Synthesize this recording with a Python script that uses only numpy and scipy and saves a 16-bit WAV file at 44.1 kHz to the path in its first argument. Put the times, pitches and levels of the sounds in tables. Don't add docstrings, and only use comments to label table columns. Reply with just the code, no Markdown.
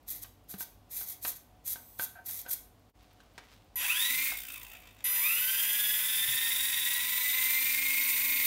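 import sys
import numpy as np
from scipy import signal
from scipy.fft import rfft, irfft
from scipy.io import wavfile
from scipy.ndimage import uniform_filter1d

SR = 44100
rng = np.random.default_rng(int(sys.argv[2]) if len(sys.argv) > 2 else 0)


def generate_wav(signal):
    frames = np.transpose(np.atleast_2d(signal))
    scaled = np.clip(frames, -1, 1) * 32767
    pcm = np.round(scaled).astype(np.int16)
    wavfile.write(sys.argv[1], SR, pcm)


def undo_db(level):
    steps = np.asarray(level, float) / 20
    return 10 ** steps


N = 373086

# [f/Hz, relative level/dB]
FLOOR_SPECTRUM = [(30, -3.5), (53, -5.5), (126, -12.5), (217, -13.5), (292, -17.5), (415, -17.5),
                  (700, -17), (1100, -21.5), (1600, -29.5), (3200, -30.5), (8000, -38.5), (15500, -40)]
# [f/Hz, width/Hz, level/dB]
APPLIANCE_PEAKS = [(49, 6.5, 10.5), (99.9, 9.6, 13), (250, 8.7, 10.5), (296.7, 13.3, 12.5), (733, 6.7, 15)]
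HUM_DB = -60
# [t/s, level/dB]
RUSTLE_LEVEL = [(0, -89), (2.94, -89), (3.0, -67.5), (3.3, -71), (3.55, -63), (3.75, -79), (8.46, -59.5)]
# (t/s, half length/s, level/dB)
BACKGROUND_DIP = (2.927, 0.028, -23)

# [t/s, f/Hz, level/dB before the low-pass, t60/s]
TABLE_NUDGES = [(.54, 194, -37.5, 0.12), (0.48, 150, -59, 0.11), (4.101, 257, -51, 0.43),
                (4.16, 157, -53, 0.26), (6.282, 125.6, -47.5, 0.39)]

# [first t/s, last t/s]
TICK_TRAINS = [(.0309, 2.9), (3.0296, 3.75)]
TICK_PERIOD_S, TICK_DB = .1024, -70.5

# [t/s, duty (0-1)]
DUTY_COURSES = [
    [(3.757, .37), (3.8, .385), (3.84, .41), (3.9, .4), (3.96, .42), (4.08, .413), (4.14, .43), (4.2, .453),
     (4.31, .468)],
    [(5.041, .13), (5.4, .127), (5.95, .135), (6.05, .148), (6.33, .15), (6.37, .161), (6.92, .167),
     (7.03, .168), (7.12, .182), (7.35, .19), (7.6, .197), (7.95, .195), (8.12, .203), (8.46, .203)],
]
WINDING_RESPONSE = [-54.5, -47.5, -60.5, -60, -55, -50.5, -53, -57.5, -50.5, -43, -39.5, -33, -48, -58, -49]
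SWITCH_RATE_HZ, SAG_S = 1007.7, .045
# [deepest t/s, f/Hz lost]
BATTERY_SAGS = [(3.8, 31), (5.04, 12.7)]
# [t/s, half length/s, level/dB]
SINGING_FADES = [(3.865, 0.2, -2), (4.255, 0.19, -10), (5.1, .4, 2.5), (7.8, 0.23, -7.5)]

# [t/s, strike level/dB, brightness/(dB per octave),
# crack level/dB re strike, spring level/dB re strike]
STICK_KNOCKS = [(0.245, -43.5, -5, -3, -38), (0.539, -49, -14, 3.5, -35), (0.607, -33.5, -3, -9.5, -42),
                (1.011, -41, -3, -4.5, -28), (1.249, -33.5, -7, 4.5, -26.5), (1.758, -35, 5, -13, -45),
                (1.996, -25, 6.5, -12, -29.5), (2.293, -50.5, 2, 4, -29), (2.463, -35.5, 2, -11, -23),
                (3.203, -52.5, 0, -0.5, -32), (3.379, -43, -10, 5, -36), (4.319, -35.5, -5, 0, -34)]
# [f/Hz, level/dB, t60/s]
CASE_MODES = [(427, -21.5, 0.082), (751, -5.5, 0.049), (925, -12.5, 0.13), (1550, 5, 0.029),
              (2270, -17, 0.033), (3170, -14, 0.027), (4160, -18, 0.032), (5360, -29, .03)]
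# [t/s, length/s, slips per s, slip level/dB]
SPRING_CREAKS = [(2.152, .048, 736, -58), (2.45, .045, 522, -57), (.49, .03, 700, -72)]
# (f/Hz, t60/s)
SPRING_MODE = (1530, 0.54)

# [f/Hz, relative level/dB]
SERVO_SPECTRUM = [(1000, -30.5), (1700, -29.5), (1880, -18.5), (2080, -20.5), (2460, -25.5), (3070, -29),
                  (3460, -18.5), (4250, -17), (4570, -20), (6500, -10), (7680, -10.5), (8900, -6.5),
                  (10200, -7), (11900, 3), (15500, -5)]
# [f/Hz, width/Hz, level/dB]
SERVO_RESONANCES = [(1900, 54, -5), (2420, 67, 6), (3300, 140, 7.5), (3880, 100, 5.5), (4560, 130, 7),
                    (5150, 120, 2.5), (6200, 180, 3.5), (9060, 280, 3), (12100, 350, -1.5)]
# [three shape times t/s, not always in order, gear buzz level/dB at the second,
# level drop/dB from the second to the third (negative: rise)]
SERVO_MOVES = [(0.063, .108, 0.2, -32.5, 18.5), (0.2, 0.239, 0.21, -36, -1), (0.474, .512, 0.57, -37.5, 20),
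               (0.564, .606, 0.63, -36, -1.5), (0.891, 0.97, 1.046, -35, 4.5), (1.045, 1.09, 1.136, -36, 5),
               (1.15, 1.17, 1.09, -46, -1), (1.207, 1.292, 1.317, -29.5, 9),
               (1.336, 1.372, 1.347, -40.5, -11), (1.638, 1.678, 1.735, -31.5, 1.5),
               (1.972, 2.042, 2.042, -29, -1), (2.238, 2.26, 2.415, -36, 3.5),
               (2.47, 2.526, 2.534, -30, -4)]
MOVE_ATTACK_S, MOVE_RISE_DB, MOVE_SWELL_DB = 0.021, 32, 6.5
MOVE_RELEASE_S, MOVE_FALL_DB = 0.043, 45
STALL_START_S, STALL_END_S = 1.765, 1.985
STALL_FADE_S, STALL_BUZZ_DB = 0.019, -62
LOW_BUZZ_DB, LOW_FOLLOWS = -47, 0.75
# [f/Hz, level/dB]
STALL_TONES = [(6045, -80), (8064, -74), (9071, -79), (11052, -84), (11090, -70), (12096, -62),
               (13114, -86), (14115, -81), (15122, -68)]

PINION_TEETH, WHEEL_TEETH = 8, 84
# [on t/s, off t/s]
POWERED_RUNS = [(3.757, 4.31), (5.04, 8.46)]
POWER_ATTACK_S, POWER_RELEASE_S = .006, 0.056
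# [t/s, tooth contacts per s]
THROTTLE_DEMAND = [
    [(3.757, 852), (3.84, 1556), (3.9, 2080), (4.31, 2213)],
    [(5.04, 748), (5.2, 1462), (5.5, 1631), (5.8, 1690), (6.3, 1837), (6.8, 1914), (7.35, 2064),
     (7.8, 2156), (8.46, 2152)],
]
SPIN_LAG_S, COAST_LAG_S, KICK_PER_S = .1, .41, 150
CRUISE_PER_S = 2000
# (level/dB at cruise, dB per octave of speed, dB at full torque,
# dB lost unpowered, dB per octave unpowered)
HISS_LAW = (-34, 4.5, 1.5, 10, 11)
RATTLE_LAW = (-46, 0.8, 4.5, 13, 3.5)
WHINE_LAW = (-35.5, 12, -0.5, 18.5, 6.5)
# [t/s, level/dB]
MOTOR_WAVERING = [(3.76, -2.5), (3.85, 3.1), (3.94, -2.5), (4.03, 1.1), (4.15, 0.1), (4.3, -1.1),
                  (4.6, 1.3), (5.0, -0.6), (5.05, 0.5), (5.15, -1.1), (5.3, -1.1), (5.45, -0.2), (5.6, 1.4),
                  (6.0, 0.35), (6.5, 1.6), (7.0, 0.4), (7.5, 1.36), (7.8, 0.5), (8.4, 0.6)]
WHINE_ORDERS = [1, 4, 7, 8, 9, 10, 13, 14, 15, 16, 17, 24, 32]
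WHINE_ORDER_LEVELS = [-13.5, -25.5, -14.5, 0, -13.5, -46, -33, -15.5, -10.5, -2, -12.5, -0.5, -4]
WHEEL_RUNOUT = [.55, .3, .1, .3, .1, .1]
# [f/Hz, width/Hz, level/dB]
FRAME_RESONANCES = [(1020, 230, 8.5), (1434, 230, 5), (2094, 63, 6), (2380, 320, 6), (2601, 240, 14),
                    (3720, 950, 9), (4054, 265, -10.5), (4380, 270, -5.5), (4610, 150, 3.5), (7190, 430, 7),
                    (8170, 320, 6)]
# [f/Hz, relative level/dB]
RATTLE_SPECTRUM = [(400, -62), (900, -28), (1600, -7.5), (1900, 0.5), (2600, -9.5), (2900, -2.5),
                   (5000, -8.5), (8000, -8), (12000, -56.5)]
# [f/Hz, relative level/dB]
HISS_SPECTRUM = [(3000, -26), (4500, -9.5), (6000, -8), (7200, -12), (8500, -4.5), (9800, 1), (11400, -9.5),
                 (12500, 1.5), (14300, 5), (15700, 2)]

ROOM_T60_S, ROOM_DB = 0.33, -6
STICKS_ROOM_DB = -5
# (f/Hz, width/Hz, level/dB)
MICROPHONE_NOTCH = (10450, 130, -21)
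# [f/Hz, level/dB]
PASS_BAND = [(20, -50), (45, 0), (15750, 0), (16000, -70)]


def rms_one(x):
    return x / np.sqrt(np.mean(x ** 2) + 1e-20)


def in_time(rows, outside=None):
    s, *columns = np.transpose(rows)
    return [np.interp(np.arange(N) / SR, s, c, outside, outside) for c in columns]


def in_bursts(tables):
    playing = sum(in_time([(t[0][0], 1), (t[-1][0], 1)], outside=0)[0] for t in tables)
    return in_time([row for t in tables for row in t]), playing


def level_bend(s, half_s, db):
    return in_time([(s - half_s, 0), (s, db), (s + half_s, 0)])[0]


def drift(rate):
    knots = int(N / SR * rate) + 2
    return np.interp(np.arange(N) * rate / SR, np.arange(knots), rng.standard_normal(knots))


def colour(x, points, peaks=(), size=8192):
    hz = np.maximum(np.fft.rfftfreq(size, 1 / SR), 1)
    point_hz, point_db = np.array(points).T
    db = np.interp(np.log(hz), np.log(point_hz), point_db)
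    for centre_hz, width, peak_db in peaks:
        db = db + peak_db / (1 + (2 * (hz - centre_hz) / width) ** 2)
    cepstrum = irfft(np.log(undo_db(np.maximum(db, -90))))
    cepstrum[1:size // 2] *= 2
    cepstrum[size // 2 + 1:] = 0
    return signal.fftconvolve(x, irfft(np.exp(rfft(cepstrum))))[:N]


def grains(per_s, spread_db):
    sizes = undo_db(spread_db * np.minimum(rng.exponential(1, N), 5)) * rng.choice([-1, 1], N)
    return sizes * (rng.random(N) < per_s / SR)


def impulses(at, db):
    blows = np.zeros(N)
    blows[at] = undo_db(db)
    return blows


def ring(clicks, hz, t60):
    r, w = undo_db(-60 / (t60 * SR)), 2 * np.pi * hz / SR
    return signal.lfilter([0, np.sin(w)], [1, -2 * r * np.cos(w), r * r], clicks + 1e-18)


def decay(clicks, t60):
    return signal.lfilter([1], [1, -undo_db(-60 / (t60 * SR))], clicks)


def room_noise():
    hum = rms_one(colour(rng.standard_normal(N), FLOOR_SPECTRUM, APPLIANCE_PEAKS))
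    brushing = grains(2500.0, spread_db=3.0) * undo_db(2.0 * drift(25))
    rustle = rms_one(colour(brushing, [(300, -12), (900, -3), (2800, 0), (5000, -4), (9000, -14), (15000, -16)]))
    return undo_db(level_bend(*BACKGROUND_DIP)) * (undo_db(HUM_DB) * hum + undo_db(in_time(RUSTLE_LEVEL)[0]) * rustle)


def room(x):
    t = np.arange(SR // 2) / SR
    tail = rng.standard_normal(len(t)) * undo_db(-60 * t / ROOM_T60_S) * (t > .004)
    tail = signal.lfilter([1], [1, -.65], tail)
    return undo_db(ROOM_DB) * signal.fftconvolve(x, tail / np.sqrt(np.sum(tail ** 2)))[:N]


def nudges():
    out = np.zeros(N)
    for s, hz, db, t60 in TABLE_NUDGES:
        out += ring(impulses(int(s * SR), db), hz, t60)
    return signal.lfilter([.05], [1, -.95], out)


def ticks():
    marks = np.zeros(N)
    for first, last in TICK_TRAINS:
        at = (np.arange(first, last, TICK_PERIOD_S) * SR).astype(int)
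        marks[at] = undo_db(TICK_DB + rng.normal(0, 2.1, 40)[:len(at)])
    puff = decay(marks, t60=.012) * rng.standard_normal(N)
    return colour(puff, [(3000, -26), (9000, 2), (13000, 12)])


def sticks():
    slips, out = np.zeros(N), np.zeros(N)
    for start, length, per_s, db in SPRING_CREAKS:
        at = start + np.cumsum(rng.normal(1, 0.15, 60).clip(.3)) / per_s
        slips[(at[at < start + length] * SR).astype(int)] = undo_db(db)
    s, strike_db, tilt_db, crack_db, spring_db = np.transpose(STICK_KNOCKS)
    at = (s * SR).astype(int)
    strengths = rng.normal(0, 3.6, (len(at), len(CASE_MODES)))
    for k, (hz, db, t60) in enumerate(CASE_MODES):
        blows = slips * float(k < 5)
        blows[at] = undo_db(strike_db - 10.0 + strengths[:, k] + tilt_db * np.log2(hz / 1500))
        out += undo_db(db) * ring(blows, hz, t60)
    out += ring(impulses(at, strike_db + spring_db), *SPRING_MODE)
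    crack = decay(impulses(at, strike_db + crack_db), t60=0.065) * rng.standard_normal(N)
    return out + colour(crack, [(300, -5.5), (1000, 4.0), (4000, 1.0), (7000, -7.5), (15000, -19)])


def servo_effort():
    shapes = []
    for first, second, third, db, drop_db in SERVO_MOVES:
        shape = [(first, db - MOVE_SWELL_DB - MOVE_RISE_DB),
                 (min(first + MOVE_ATTACK_S, second - .001), db - MOVE_SWELL_DB),
                 (second, db),
                 (third, db - drop_db),
                 (third + MOVE_RELEASE_S, db - drop_db - MOVE_FALL_DB)]
        shapes.append(in_time(shape, outside=-200)[0])
    return np.max(shapes, axis=0)


def servos():
    half = STALL_FADE_S / 2
    stall = [(STALL_START_S - half, -25), (STALL_START_S + half, 0), (STALL_END_S - half, 0), (STALL_END_S + half, -25)]
    stall_db = in_time(stall, outside=-200)[0]
    buzz_db = np.maximum(servo_effort(), STALL_BUZZ_DB + stall_db)
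    clumps = undo_db(1.2 * drift(700) + 0.87 * drift(90))
    chatter = colour(grains(9000.0, spread_db=3.5) * clumps, SERVO_SPECTRUM, SERVO_RESONANCES)
    low = signal.sosfilt(signal.butter(2, 5700, fs=SR, output="sos"), chatter)
    low_db = LOW_BUZZ_DB + LOW_FOLLOWS * (buzz_db + 35)
    buzz = undo_db(buzz_db) * rms_one(chatter - low) + undo_db(low_db) * rms_one(low)
    t = np.arange(N) / SR
    song = np.zeros(N)
    for hz, db in STALL_TONES:
        song += undo_db(db + 2.0 * drift(39.8)) * np.sqrt(2) * np.sin(2 * np.pi * hz * t)
    return buzz + undo_db(stall_db) * song


def controller():
    out, t = np.zeros(N), np.arange(N) / SR
    (duty,), playing = in_bursts(DUTY_COURSES)
    sag = np.zeros(N)
    for deepest, hz in BATTERY_SAGS:
        since = (1 + (t - deepest) / SAG_S).clip(0, 50)
        sag += hz * since * np.exp(1 - since)
    phase = 2 * np.pi * np.cumsum(SWITCH_RATE_HZ - sag) / SR
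    for k, db in enumerate(WINDING_RESPONSE, start=1):
        strength = np.sin(np.pi * k * duty) + 0.082 * drift(60)
        out += undo_db(db + 0.43 * drift(30)) * np.sqrt(2) * strength * np.sin(k * phase + k * k)
    return playing * undo_db(sum(level_bend(*fade) for fade in SINGING_FADES)) * out


def speed():
    out, t = np.full(N, float(KICK_PER_S)), np.arange(N) / SR
    r = np.exp(-1 / (SPIN_LAG_S * SR))
    for demand, (on, off) in zip(THROTTLE_DEMAND, POWERED_RUNS):
        driven, after = (t >= on) & (t < off), t >= off
        now = out[driven][0]
        out[driven] = signal.lfilter([1 - r], [1, -r], in_time(demand)[0][driven], zi=[r * now])[0]
        out[after] = out[driven][-1] * np.exp(-(t[after] - off) / COAST_LAG_S)
    return out


def layer_db(law, rate, torque, coasting):
    cruise_db, slope_db, torque_db, lost_db, coast_slope_db = law
    octaves = np.log2(rate / CRUISE_PER_S)
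    driven = slope_db * octaves + torque_db * torque
    unpowered = coast_slope_db * octaves - lost_db
    return cruise_db + in_time(MOTOR_WAVERING)[0] + (1 - coasting) * driven + coasting * unpowered


def gear_whine(shaft, wheel, play, runout, torque):
    throb = 1.1 * np.sin(wheel + 1) + .3 * np.sin(wheel / 2)
    whine = np.zeros(N)
    for order, db in zip(WHINE_ORDERS, WHINE_ORDER_LEVELS):
        between = order % PINION_TEETH > 0
        torque_db = (-4.4 if between else 4.36) + 8.0 * (order == 16)
        strength = undo_db(db + torque * torque_db + 2.0 * drift(40))
        swing = 1 + (between and order > 1) * throb
        whine += strength * swing * np.sin(order * (shaft + play) + order * order)
    return colour(runout * whine, [(200, -21), (600, -10.5), (1200, -14.5), (2500, -8.0), (3700, -8.0),
                                   (4600, -14.5), (8000, -22)], FRAME_RESONANCES)


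def gear_rattle(teeth, runout, playing):
    contact = np.diff(np.floor(teeth), prepend=0) > 0
    tooth = teeth.astype(int)
    flaws = rng.standard_normal(WHEEL_TEETH)[tooth % WHEEL_TEETH]
    flaws = flaws + 0.21 * rng.standard_normal(PINION_TEETH)[tooth % PINION_TEETH]
    rattle = rms_one(contact * flaws) + 2.1 * rms_one(grains(6000.0, spread_db=4.0))
    return rms_one(playing * colour(runout * rattle, RATTLE_SPECTRUM, FRAME_RESONANCES))


def motor_hiss(shaft, wheel, playing):
    gate = undo_db(0.42 * np.sin(shaft) + 0.82 * np.sin(2 * wheel) + 2.42 * drift(150))
    return rms_one(playing * gate * colour(grains(12000.0, spread_db=1.0), HISS_SPECTRUM, FRAME_RESONANCES))


def motor():
    (first, off), (again, _) = POWERED_RUNS
    rate = speed()
    playing = in_time([(first, 0), (first + POWER_ATTACK_S, 1)])[0]
    coasting = in_time([(off - POWER_RELEASE_S / 2, 0), (off + POWER_RELEASE_S, 1),
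                        (again, 1), (again + POWER_ATTACK_S, 0)])[0]
    teeth = np.cumsum(rate * (1 + .0012 * drift(60))) / SR
    shaft, wheel = 2 * np.pi * teeth / PINION_TEETH, 2 * np.pi * teeth / WHEEL_TEETH
    torque = np.tanh(uniform_filter1d(np.gradient(rate) * SR, size=3000).clip(0) / 3000)
    slack = 1 - .5 * torque
    swing = sum(depth * np.sin(k * wheel + k * k) for k, depth in enumerate(WHEEL_RUNOUT, start=1))
    runout = 1 + slack * swing
    jitter = (.022 + .16 * coasting) * drift(250)
    play = slack * (.04 * np.sin(wheel) + .03 * np.sin(wheel * 4.0) + jitter)
    whine = gear_whine(shaft, wheel, play, runout, torque)
    rattle = gear_rattle(teeth, runout, playing)
    hiss = motor_hiss(shaft, wheel, playing)
    burst_phase = 2 * np.pi * np.cumsum(58 * (1 + 0.14 * drift(8.8))) / SR
    chatter = undo_db(coasting * (6.8 * np.sin(burst_phase) + 2.0 * drift(40)))
    layers = [(HISS_LAW, hiss), (RATTLE_LAW, rattle), (WHINE_LAW, whine)]
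    return playing * chatter * sum(undo_db(layer_db(law, rate, torque, coasting)) * x for law, x in layers)


def scene():
    background = room_noise() + nudges()
    singing = controller()
    hands = sticks()
    plane = ticks() + servos() + motor()
    reverberation = room(plane + undo_db(STICKS_ROOM_DB) * hands)
    mono = background + singing + hands + plane + reverberation
    return np.array([mono, mono])


def roll_off(x):
    return signal.sosfilt(signal.butter(12, 16470, fs=SR, output="sos"), x)


def record(dry):
    heard = colour(dry[0], PASS_BAND, [MICROPHONE_NOTCH])
    return roll_off(np.array([heard, heard]))


dry = scene()
out = record(dry)
generate_wav(out)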